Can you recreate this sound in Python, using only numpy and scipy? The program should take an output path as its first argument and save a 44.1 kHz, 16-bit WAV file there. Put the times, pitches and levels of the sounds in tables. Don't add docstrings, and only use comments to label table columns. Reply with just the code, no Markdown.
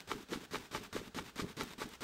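import sys
import numpy as np
from scipy import signal
from scipy.fft import rfft, irfft
from scipy.io import wavfile

SR = 44100
rng = np.random.default_rng(int(sys.argv[2]) if len(sys.argv) > 2 else 0)


def gain_from_decibels(decibels):
    exponent = np.asarray(decibels, float) / 20
    return 10 ** exponent


def bounce(signal):
    frames = np.transpose(np.atleast_2d(signal))
    limited = np.clip(frames, -1, 1)
    pcm = np.round(limited * 32767).astype(np.int16)
    wavfile.write(sys.argv[1], SR, pcm)


N = 89611
T = np.arange(N) / SR


def rms_one(x):
    return x / np.sqrt(np.mean(x ** 2) + 1e-20)


def coloured(x, spectrum):
    hz, db = np.transpose(spectrum)
    bins_hz = np.fft.rfftfreq(8192, 1 / SR)
    gain_db = np.interp(np.log(bins_hz + 1), np.log(hz), db)
    cepstrum = irfft(np.log(gain_from_decibels(np.maximum(gain_db, -70))))
    cepstrum[1:4096] *= 2
    cepstrum[4097:] = 0
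    impulse = irfft(np.exp(rfft(cepstrum)))[:4096]
    return rms_one(signal.fftconvolve(x, impulse)[:N])


def grains(per_s, uneven_db):
    chance = rng.random(N)
    size = np.minimum(rng.exponential(1, N), 5)
    return rms_one((chance < per_s / SR) * gain_from_decibels(uneven_db * size) * rng.choice([-1, 1], N))


def flicker(rate_hz, depth_db):
    r = np.exp(-2 * np.pi * rate_hz / SR)
    noise = rng.standard_normal(N + SR)
    wander = signal.lfilter([1], [1, -2 * r, r * r], noise)[SR:]
    return gain_from_decibels(depth_db * rms_one(wander))


def bump(at_s, rise_s, fall_s):
    t = T - at_s
    rise = np.exp(-.5 * (t / rise_s) ** 2)
    fall = 1 / np.cosh(np.minimum(t / fall_s, 50) * 2)
    return np.where(t < 0, rise, fall)


def contact(touch_s):
    return np.clip((T - touch_s) / 0.0005, 0, 1)


def thump(at_s, db, hz, t60_s, rise_s):
    t = np.maximum(T - at_s, 0)
    return gain_from_decibels(db - 60 * t / t60_s) * np.minimum(t / rise_s, 1) * np.sin(2 * np.pi * hz * t)


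# (f/Hz, width/Hz, level/dB)
CANVAS_MODES = [(29.5, 19, -10), (76, 20, -6.5), (117, 48, -4), (183.2, 35.7, 0), (250, 33, 1.5),
                (330, 83, -8.5), (400, 49.5, 0.5), (451.3, 71, -3.5), (607, 45, -9), (873, 25, -1.5),
                (1144, 71, -2.5), (1325, 69, -5.5), (1536, 93, -11.5), (1970, 190, -13.5), (2286, 67, -8),
                (3010, 350, -17), (3840, 83, -13.5)]


def canvas(force):
    out = 0
    for k, (hz, width_hz, db) in enumerate(CANVAS_MODES):
        r = np.exp(-np.pi * width_hz / SR)
        zeros = np.array([1, 0, -1]) * (1 - r * r) / 2
        poles = [1, -2 * r * np.cos(2 * np.pi * hz / SR), r * r]
        out = out + (-1) ** k * gain_from_decibels(db) * signal.lfilter(zeros, poles, force)
    return out


# (f/Hz, relative level/dB)
ROOM_SPECTRUM = [(18, -31), (30, -4.5), (64, -1), (117, -7.5), (284, -6), (1140, -12), (1510, -6.5),
                 (1970, -15.5), (3320, -13.5), (13600, -28.5), (15500, -31)]
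ROOM_DB = -63


def room_tone():
    return gain_from_decibels(ROOM_DB) * coloured(rng.standard_normal(N), ROOM_SPECTRUM)


WHINE_HZ, WHINE_DB = 15733, -86


def whine():
    return gain_from_decibels(WHINE_DB) * np.sin(2 * np.pi * WHINE_HZ * T)


DRUM_TOP_HZ, DRUM_RISE_S, DRUM_FADE_S = 550, 0.028, 0.11


def canvas_rumble():
    lowpass = signal.butter(4, DRUM_TOP_HZ, fs=SR, output="sos")
    return rms_one(signal.sosfilt(lowpass, canvas(grains(900, uneven_db=1.5))))


# (touch t/s, touch level/dB, crush delay/s, crush level/dB, drumming level/dB)
DAB_EVENTS = [(-.14, -52, 0.063, -31, -51.5), (0.074, -56.5, 0.042, -39.5, -50),
              (.285, -76, 0.05, -38.5, -48.5), (.510, -53, 0.042, -38, -51.5),
              (.711, -54, 0.046, -37.5, -49), (.927, -47, 0.043, -38, -48), (1.145, -48.5, 0.037, -40, -50),
              (1.358, -54.5, 0.043, -36.5, -46.5), (1.567, -50, 0.045, -37.5, -47),
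              (1.780, -54, 0.041, -38, -51), (2.007, -54, 0.029, -40, -50.5)]


def drumming(rumble):
    swell = 0
    for touch_s, _, crush_delay_s, _, drum_db in DAB_EVENTS:
        shape = bump(touch_s + crush_delay_s, DRUM_RISE_S, DRUM_FADE_S)
        swell = swell + gain_from_decibels(drum_db) * contact(touch_s) * shape
    return swell * flicker(29, depth_db=2.8) * rumble


# (lift delay from touch/s, level/dB)
DRAG_EVENTS = [(0.1607, -55), (.163, -56.5), (0.1715, -56), (0.17, -57), (0.1624, -56.5), (0.16, -57.5),
               (.160, -56.5), (0.17, -57), (0.173, -55), (0.18, -55.5), (.16, -55)]
# (f/Hz, relative level/dB per Hz)
DRAG_SPECTRUM = [(180, -32), (300, -4.5), (571, -13.5), (892, -6.5), (2070, -8.5), (2250, -8.5),
                 (3340, -11), (3750, -8.5), (4140, -14.5), (5300, -15.5), (15500, -25.5)]
DRAG_SWELL_DB, SWELL_S, LIFT_S = 3, 0.041, 0.011


def bristle_drag():
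    level = 0
    for (touch_s, *_), (lift_delay_s, drag_db) in zip(DAB_EVENTS, DRAG_EVENTS):
        left_s = touch_s + lift_delay_s - T
        swell = gain_from_decibels(drag_db + DRAG_SWELL_DB * np.exp(-(left_s / SWELL_S) ** 2))
        lift = 1 / (1 + np.exp(-np.clip(left_s / LIFT_S * 2, -40, 40)))
        level = level + contact(touch_s) * swell * lift
    unsteady = flicker(24, depth_db=1.5) * flicker(153, depth_db=1.5)
    return level * unsteady * coloured(grains(9000, uneven_db=1.0), DRAG_SPECTRUM)


# (t/s, level/dB, f/Hz)
SNAP_EVENTS = [(.0045, -37.5, 3300), (0.121, -49, 1300), (0.2283, -47, 3900), (.306, -55, 5000),
               (.341, -55, 1400), (0.554, -50, 2000), (.567, -42, 2500), (.585, -44.5, 3500),
               (0.837, -45, 7000), (1.403, -36, 1400), (0.928, -69, 2500), (1.358, -50, 6940),
               (1.459, -60, 12000), (1.635, -40, 9000), (1.89, -43.5, 9000)]
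SNAP_FADE_S = 0.00082


def snaps():
    out, noise = 0, rng.standard_normal(N)
    for at_s, db, hz in SNAP_EVENTS:
        edges_hz = [hz / 2, min(hz * 2, 19000)]
        band = signal.sosfilt(signal.butter(2, edges_hz, "band", fs=SR, output="sos"), noise)
        decay = (T > at_s) * np.exp(-np.maximum(T - at_s, 0) / SNAP_FADE_S)
        out = out + gain_from_decibels(db) * rms_one(band) * decay
    return out


def canvas_crunch():
    highpass = signal.butter(1, DRUM_TOP_HZ, "high", fs=SR, output="sos")
    return rms_one(signal.sosfilt(highpass, canvas(grains(1500, uneven_db=6.0))))


# (f/Hz, relative level/dB per Hz)
BRISTLE_SPECTRUM = [(290, -30.5), (500, -7), (706, -13.5), (1200, -7.5), (2290, -12), (2650, -16.5),
                    (3850, -12), (4130, -13.5), (13600, -27), (15500, -41.5)]
TOUCH_FADE_S = 0.011
CRUSH_RISE_S, CRUSH_FALL_S = 0.0078, 0.014
HISS_RISE_S, HISS_FALL_S, CRUSH_HISS_DB = 0.02, 0.033, -6.5


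def touch_and_crush(crunch):
    touch = crush = hiss = 0
    for touch_s, touch_db, crush_delay_s, crush_db, _ in DAB_EVENTS:
        on = contact(touch_s)
        peak_s = touch_s + crush_delay_s
        decay = np.exp(-np.maximum(T - touch_s, 0) / TOUCH_FADE_S)
        touch = touch + gain_from_decibels(touch_db) * on * decay
        crush = crush + gain_from_decibels(crush_db) * on * bump(peak_s, CRUSH_RISE_S, CRUSH_FALL_S)
        hiss_gain = gain_from_decibels(crush_db + CRUSH_HISS_DB)
        hiss = hiss + hiss_gain * on * bump(peak_s, HISS_RISE_S, HISS_FALL_S)
    through_canvas = (crush + gain_from_decibels(-1.5) * touch) * flicker(150, depth_db=1.28) * crunch
    direct = (hiss + touch) * flicker(300, depth_db=1.5)
    return through_canvas + direct * coloured(grains(5000, uneven_db=1.5), BRISTLE_SPECTRUM)


KNOCK_DB, KNOCK_S = 18, 0.00083


def touch_knock():
    at_s, touch_db = np.transpose([row[:2] for row in DAB_EVENTS if row[0] >= 0])
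    force = np.zeros(N)
    force[(at_s * SR).astype(int)] = gain_from_decibels(touch_db + KNOCK_DB)
    pulse = np.hanning(int(KNOCK_S * SR) + 3)
    return canvas(signal.lfilter(pulse, 1, force + 1e-18))


GIVE_HZ, GIVE_DB, GIVE_T60_S = 97.6, 1.5, 0.13


def cloth_give():
    return sum(thump(touch_s, touch_db + GIVE_DB, GIVE_HZ, GIVE_T60_S, rise_s=0.0025)
               for touch_s, touch_db, *_ in DAB_EVENTS)


# (peak t/s, level/dB, f/Hz)
JOLT_EVENTS = [(0.094, -51, 316.7), (0.121, -35, 410), (0.14, -39, 349), (0.155, -40, 250),
               (.207, -42.5, 330), (0.323, -32, 330), (.330, -31, 400), (0.36, -35, 252.4),
               (0.375, -36, 268.8), (0.413, -43, 300), (.537, -35.5, 400), (0.546, -36.5, 360),
               (0.58, -42.5, 280), (0.73, -43, 370.5), (0.75, -34.5, 356), (0.784, -39.5, 330),
               (0.931, -41, 200), (.955, -30.5, 275.6), (.965, -29, 445), (1.016, -38, 386),
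               (1.166, -35, 250), (1.177, -38, 289.8), (1.217, -40, 312), (1.388, -49, 285.4),
               (1.397, -33.5, 291.2), (1.431, -33, 238), (1.446, -35, 290), (1.578, -38.5, 316),
               (1.597, -38, 254.7), (1.606, -40.5, 350), (1.639, -39, 260), (1.657, -45, 270),
               (1.790, -44.5, 273.6), (1.818, -31, 390), (1.858, -38, 230), (1.871, -45, 293),
               (2.022, -50, 389.2)]
JOLT_RISE_CYCLES, JOLT_FALL_CYCLES = 0.45, 1.31


def jolts():
    out = 0
    phases = rng.random((len(JOLT_EVENTS), 1)) * 2 * np.pi
    for (peak_s, db, hz), phase in zip(JOLT_EVENTS, phases):
        shape = bump(peak_s, JOLT_RISE_CYCLES / hz, JOLT_FALL_CYCLES / hz)
        out = out + gain_from_decibels(db) * shape * np.sin(2 * np.pi * hz * T + phase)
    return out


# (t/s, level/dB, f/Hz)
REBOUND_EVENTS = [(0.14, -45, 45.7), (0.353, -43, 45), (.570, -46, 45), (.774, -42.5, 45), (0.986, -42, 45),
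                  (1.199, -47, 44.4), (1.416, -38.5, 44.7), (1.625, -40, 45), (1.838, -43, 44)]
REBOUND_T60_S = .065


def rebounds():
    return sum(thump(at_s, db, hz, REBOUND_T60_S, rise_s=.005) for at_s, db, hz in REBOUND_EVENTS)


def scene():
    crunch = canvas_crunch()
    rumble = canvas_rumble()
    brush = touch_and_crush(crunch) + drumming(rumble) + bristle_drag() + touch_knock()
    cloth = jolts() + rebounds() + cloth_give()
    return (brush + cloth + snaps() + room_tone() + whine())[None]


def low_pass(x):
    return signal.sosfilt(signal.butter(12, 15750, fs=SR, output="sos"), x)


MIC_DIP_HZ, MIC_DIP_WIDTH_HZ, MIC_DIP_DB = 10770, 2300, -6
CUTOFF_HZ = 15760


def record(dry):
    b, a = signal.iirpeak(MIC_DIP_HZ, MIC_DIP_HZ / MIC_DIP_WIDTH_HZ, fs=SR)
    dipped = dry - (1 - gain_from_decibels(MIC_DIP_DB)) * signal.lfilter(b, a, dry)
    lowpass = signal.ellip(12, .5, 60, CUTOFF_HZ, fs=SR, output="sos")
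    finished = signal.sosfilt(lowpass, dipped)
    return low_pass(finished)


dry = scene()
out = record(dry)
bounce(out)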